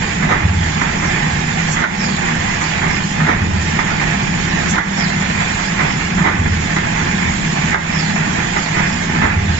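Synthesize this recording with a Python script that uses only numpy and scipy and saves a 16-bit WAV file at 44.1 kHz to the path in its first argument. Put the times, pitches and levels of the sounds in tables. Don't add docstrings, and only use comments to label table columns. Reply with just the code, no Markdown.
import sys
import numpy as np
from scipy import signal
from scipy.fft import rfft, irfft, next_fast_len
from scipy.io import wavfile
from scipy.ndimage import uniform_filter1d

SR = 44100
rng = np.random.default_rng(int(sys.argv[2]) if len(sys.argv) > 2 else 0)


def transcribe(signal):
    frames = np.atleast_2d(signal).T
    limited = np.clip(frames, -1, 1)
    pcm = np.round(limited * 32767).astype(np.int16)
    wavfile.write(sys.argv[1], SR, pcm)


N = 422919
CYCLE_S, CYCLES = 2.975, 4

# seconds into the cycle, change in dB.
CLATTER_LEVEL = [(.1, -1), (.35, 0.5), (.55, -3), (.75, 0.5), (.95, 0.5), (1.1, 2), (1.47, -0.5),
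                 (1.7, 1.5), (2.2, 0.5), (2.5, 1.5), (2.7, -0.5), (2.85, 2)]
# start in seconds, level in dB, pitch in Hz.
BAR_CLACKS = [(1.837, -5, 1495), (4.78, -5.5, 1466), (7.741, -5, 1466)]


def amp(db):
    return 10 ** (np.asarray(db) / 20)


def evened(x):
    return x / np.sqrt(np.mean(x ** 2) + 1e-20)


def value_at(points, hz):
    f, value = np.transpose(points)
    return np.interp(np.log(hz + 1), np.log(f + 1), value)


def add(mix, s, sound):
    part = mix[:, max(round(s * SR), 0):][:, :sound.shape[1]]
    part += sound[:, :part.shape[1]]


def cycling(points):
    return np.interp(np.arange(N) / SR, *np.transpose(points), period=CYCLE_S)


def each_cycle(rows):
    return [(cycle * CYCLE_S + s, *rest) for cycle in range(CYCLES)
            for s, *rest in rows if cycle * CYCLE_S + s < N / SR]


def coloured(x, spectrum):
    size = next_fast_len(x.shape[1] + 4096)
    gain = amp(value_at(spectrum, np.fft.rfftfreq(size, 1 / SR))) * np.sqrt(SR / 2)
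    return irfft(rfft(x, size) * gain, size)[:, :x.shape[1]]


def ringing(modes):
    size = next_fast_len(N)
    f = np.fft.rfftfreq(size, 1 / SR)
    power = sum(amp(db) ** 2 * evened(1 / (1 + (2 * (f - hz) / width) ** 2)) ** 2
                for hz, width, db in modes)
    return irfft(rfft(rng.standard_normal((2, size))) * np.sqrt(power), size)[:, :N]


def patchy(x, depth_db, width_hz, hold_s):
    bands = signal.stft(x, nperseg=1024, noverlap=768)[2]
    swell = rng.standard_normal(bands.shape[1:])
    for axis, span in enumerate([width_hz * 1024 / SR, hold_s * SR / 256]):
        bell = np.exp(-(np.arange(-40, 41) / span * 2) ** 2)
        swell = signal.fftconvolve(swell, np.expand_dims(bell, 1 - axis), "same")
    gain = evened(amp(depth_db * evened(swell)))
    return signal.istft(bands * gain, nperseg=1024, noverlap=768)[1][:, :N]


def workshop(x, t60, wet_db):
    t = np.arange(SR // 2) / SR
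    tail = rng.standard_normal((2, len(t))) * amp(-60 * t / t60) * (1 - np.exp(-t / 0.0033))
    return x + amp(wet_db) * signal.oaconvolve(x, tail / np.linalg.norm(tail[0]), axes=1)[:, :N]


def drive(throb_hz=16.1, throb_db=1.5):
    # pitch in Hz, width in Hz, level in dB.
    panels = [(81.2, 4.2, -38), (97.5, 32, -44), (157.6, 16, -24.5), (170.6, 21, -28.5), (195.4, 7.1, -27),
              (208.4, 28, -34), (233.3, 14, -33.5), (290, 61, -39.5), (354.7, 8.6, -42)]
    whines = [(490, 14, -47), (697, 8, -40.5), (843, 8, -38), (867, 9, -33.5), (893, 14, -40),
              (1621, 16, -36), (1836, 14, -34.5), (3172, 60, -40.5), (3370, 45, -43.5), (3471, 35, -40.5)]
    # seconds into the cycle, dB.
    load = [(.15, -1), (.25, 7.5), (.35, -4.5), (.52, 2), (.68, -1), (.77, 2), (.85, 0), (1.25, 1),
            (1.78, 2), (2.3, 2), (2.48, -1.5), (2.7, -2.5), (2.8, 2)]
    # time in seconds, level change in dB.
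    drift = [(0, -1), (2.7, -0.4), (3.3, 0.5), (7.5, 0), (8.3, 0), (9.6, -.3)]
    # frequency in Hz, level in dB.
    rumble_tone = [(12, -57.5), (32, -46), (60, -49), (115, -45), (135, -48.5), (220, -51), (400, -58.5),
                   (700, -81), (2000, -87.5)]
    # seconds into the cycle, level change in dB.
    rumble_swell = [(.15, -0.5), (.45, 1.5), (.9, -2), (1.1, 1), (1.5, -1), (1.72, -1), (2.05, -4),
                    (2.42, -1.5), (2.6, -1), (2.69, -4.5), (2.82, -0.5)]
    t = np.arange(N) / SR
    drone = ringing(panels)
    drone /= uniform_filter1d(drone[0] ** 2, SR // 6) ** 0.39 / np.mean(drone[0] ** 2) ** 0.41
    throb = throb_db * np.sin(2 * np.pi * throb_hz * t)
    drone *= amp(cycling(load) + np.interp(t, *np.transpose(drift)) + throb)
    whine = ringing(whines) * amp(cycling(CLATTER_LEVEL))
    rumble = coloured(rng.standard_normal((2, N)), rumble_tone) * amp(cycling(rumble_swell))
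    return drone + whine + rumble


def chains(taps_per_s=300, parts=6, spread_db=2, wash_db=-6, level_db=-3):
    # frequency in Hz, level in dB.
    clatter_tone = [(150, -76), (330, -58.5), (580, -59.5), (770, -49), (1020, -51), (1270, -54),
                    (1600, -50.5), (1920, -47), (2350, -49), (2800, -57.5), (3350, -66), (3800, -67),
                    (7500, -74.5)]
    t = np.arange(SR // 4) / SR
    decay = amp(-60 * t / 0.16) + amp(-17 - 60 * t / 0.49)
    taps = np.zeros((2, N))
    for _ in range(parts):
        strength = amp(spread_db * np.minimum(rng.exponential(1, N), 4)) * rng.choice([-1, 1], N)
        blows = strength * (rng.random(N) < taps_per_s / parts / SR)
        ring = rng.standard_normal((2, len(t))) * decay
        taps += signal.oaconvolve(blows[None], ring, axes=1)[:, :N]
    rattle = evened(taps) + amp(wash_db) * rng.standard_normal((2, N))
    rattle = patchy(rattle, depth_db=1.7, width_hz=110, hold_s=.06)
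    return coloured(rattle, clatter_tone) * amp(level_db + cycling(CLATTER_LEVEL))


def air(flutter_db=0.38):
    # frequency in Hz, level in dB.
    hiss_tone = [(1000, -81.5), (3000, -62.5), (4500, -67), (5700, -65.5), (6300, -69), (7050, -58),
                 (7600, -68)]
    # seconds into the cycle, level change in dB.
    hiss_level = [(.12, 1), (.3, -3), (.36, -7.5), (.57, -1.5), (.66, 2), (.8, 1), (.87, -1.5), (1.05, .5),
                  (1.7, 2), (1.8, 1), (2.25, 0.5), (2.65, 2.5), (2.85, -0.5)]
    flutter = evened(uniform_filter1d(rng.standard_normal(N), SR // 150))
    hiss = coloured(rng.standard_normal((2, N)), hiss_tone)
    hiss = patchy(hiss, depth_db=4, width_hz=89, hold_s=0.028)
    return hiss * amp(cycling(hiss_level) + flutter_db * flutter)


def dip():
    # seconds after the clack, level change in dB.
    dip_shape = [(-.02, -0.5), (.025, -10.5), (.09, -5), (.2, -0.5)]
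    t = np.arange(N) / SR
    return amp(sum(np.interp(t - s, *np.transpose(dip_shape), left=0, right=0) for s, _, _ in BAR_CLACKS))


def valve(length_s=0.084, band_hz=(5900, 7900)):
    # start in seconds, level in dB.
    puffs = [(1.69, -21), (4.668, -20), (7.63, -32)]
    out, shape = np.zeros((2, N)), signal.windows.hann(round(length_s * SR))
    band = signal.butter(2, band_hz, "bandpass", fs=SR)
    for s, db in puffs:
        hiss = signal.lfilter(*band, rng.standard_normal((2, SR // 4)))[:, :len(shape)]
        add(out, s, amp(db) * shape * evened(hiss))
    return out


def sheet(rasp_db=4):
    # seconds into the cycle, length in seconds, level in dB,
    # first pitch, last pitch and width in Hz.
    swishes = [(0.805, 0.038, -35, 5850, 5700, 450), (1.023, 0.098, -35, 6050, 5880, 700),
               (1.968, 0.13, -25.5, 5570, 4820, 610), (2.024, 0.18, -30, 4780, 3870, 762),
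               (2.598, .15, -32.5, 5460, 4410, 1040), (2.871, 0.14, -31, 5300, 5310, 600)]
    out = np.zeros((2, N))
    for cycle in range(CYCLES):
        for s, length, db, first_hz, last_hz, width in swishes:
            hz = np.linspace(first_hz, last_hz, round(length * SR))
            rub = rng.standard_normal((5, SR // 2))[:, :len(hz)]
            band = signal.lfilter(*signal.butter(2, width / 2, fs=SR), rub[:2] + 1j * rub[2:4])
            hiss = (band * np.exp(2j * np.pi * np.cumsum(hz) / SR)).real
            slips = amp(rasp_db * evened(uniform_filter1d(rub[4], SR // 300)))
            swish = evened(slips * hiss) * signal.windows.tukey(len(hz), .7)
            add(out, cycle * CYCLE_S + s, amp(db) * swish)
    return workshop(out, t60=.2, wet_db=-10)


def gripper(chatter_s=0.01, stray_hz=100, level_db=1):
    out, t = np.zeros((2, N)), np.arange(SR // 20) / SR
    shape = np.sin(np.pi * np.minimum(t / chatter_s, 1)) ** 2
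    for s, db, hz in BAR_CLACKS:
        stray = np.cumsum(rng.standard_normal((2, len(t))), 1) * np.sqrt(2 * np.pi * stray_hz / SR)
        add(out, s, amp(level_db + db) * shape * np.sin(2 * np.pi * hz * t + stray))
    return workshop(out, t60=.1, wet_db=-8)


def levers(level_db=-31, spread_db=1.5):
    # seconds into the cycle, level in dB, ring and rise time in seconds.
    knocks = [(.221, -10, .18, 0.0055), (.288, -5.5, 0.13, 0.0063), (.309, -7, 0.17, 0.0042),
              (.8145, -4, 0.063, 0.00088), (1.02, -11.5, .2, 0.0035), (1.76, -8.5, .2, .005),
              (2.228, -14.5, .09, .003), (2.423, -14.5, .12, 0.0022), (2.61, -10, .13, 0.0044),
              (2.813, -8, .15, .005), (2.831, -9.5, .15, 0.0032)]
    # seconds before the clack, then as for the knocks.
    bar_rattle = [(.022, -8.5, .16, .006), (0.0025, -6.5, 0.12, 0.0048)]
    # frequency in Hz, level in dB.
    steel_tone = [(80, -12.5), (280, -9.5), (520, -15), (850, -3.5), (1400, -5.5), (2050, -0.5),
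                  (2800, -26), (3800, -19.5), (4600, -35.5), (5900, -26.5), (7500, -43)]
    out, t = np.zeros((2, N)), np.arange(SR // 3) / SR
    rattles = [(s - lead_s, *knock) for s, _, _ in BAR_CLACKS for lead_s, *knock in bar_rattle]
    for s, db, t60, rise_s in each_cycle(knocks) + rattles:
        shape = amp(-60 * t / t60) * (1 - np.exp(-t / rise_s))
        strength = amp(level_db + db + spread_db * rng.standard_normal())
        add(out, s, strength * shape * rng.standard_normal((2, len(t))))
    return workshop(coloured(out, steel_tone), t60=0.45, wet_db=-1.5)


def platen_crash(closes_s=.301, level_db=-2, t60=0.31, rise_s=0.0057):
    # frequency in Hz, level in dB.
    casting_tone = [(120, -66.5), (290, -39.5), (420, -44.5), (600, -43.5), (850, -40), (1250, -44.5),
                    (1800, -56.5), (3000, -76)]
    out, t = np.zeros((2, N)), np.arange(SR // 3) / SR
    shape = amp(-60 * t / t60) * (1 - np.exp(-t / rise_s))
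    for cycle in range(CYCLES):
        add(out, cycle * CYCLE_S + closes_s, amp(level_db) * shape * rng.standard_normal((2, len(t))))
    return coloured(out, casting_tone)


def platen_thumps(rise_s=0.0114):
    # seconds into the cycle, level in dB, factor on the ring time.
    blows = [(.305, -17.5, 0.38), (.431, -11, .85), (.553, -15, .7), (1.315, -15.5, 0.24),
             (2.38, -21, 0.61)]
    # pitch in Hz, level in dB, ring time in seconds.
    frame_tones = [(81.25, -1, 1.23), (99.7, -0.5, 0.76), (119, -25, 0.48), (40, -26.5, .5)]
    stroke_db = [-0.5, -4.5, -1, -1]
    out, t = np.zeros((2, N)), np.arange(SR) / SR
    rise = 1 - np.exp(-(t / rise_s) ** 2)
    direct_only = np.array([[1], [0]])
    for s, db, ring in each_cycle(blows):
        shudder = sum(amp(tone_db - 60 * t / (t60 * ring)) * np.cos(2 * np.pi * hz * (t - 2 * rise_s))
                      for hz, tone_db, t60 in frame_tones)
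        add(out, s, amp(db + stroke_db[int(s / CYCLE_S)]) * rise * shudder * direct_only)
    return out


def left_and_right(x, lag_s=.00063):
    # frequency in Hz, likeness from 0 to 1.
    likeness = [(60, 1), (110, 0.99), (180, .95), (300, 0.59), (560, 0.85), (1000, 0.36), (2000, 0.25),
                (4000, 0.15), (7500, 0.047)]
    # frequency in Hz, left minus right in dB.
    left_shade = [(60, -1), (180, -.5), (320, 0), (480, -1.4), (620, -3), (880, -5), (1500, -7),
                  (2500, -7.5), (4400, -7.5), (6200, -5), (7500, -7.5)]
    size = next_fast_len(N + 2048)
    hz = np.fft.rfftfreq(size, 1 / SR)
    direct, scattered = rfft(x, size)
    same = np.clip(value_at(likeness, hz), 0, 1)
    lag = np.exp(-2j * np.pi * hz * lag_s * hz ** 2 / (hz ** 2 + 300 ** 2))
    left = amp(value_at(left_shade, hz)) * (same * lag * direct + np.sqrt(1 - same ** 2) * scattered)
    return irfft(np.array([left, direct]), size)[:, :N]


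def scene():
    running = (drive() + chains() + air()) * dip()
    machine = running + levers() + platen_crash() + gripper() + platen_thumps() + sheet() + valve()
    return left_and_right(machine)


def record(dry):
    lowpass = signal.firwin(1023, 7640, window=("kaiser", 9), fs=SR)
    return signal.oaconvolve(np.clip(dry, -1, 1), lowpass[None], "same", axes=1)


dry = scene()
out = record(dry)
transcribe(out)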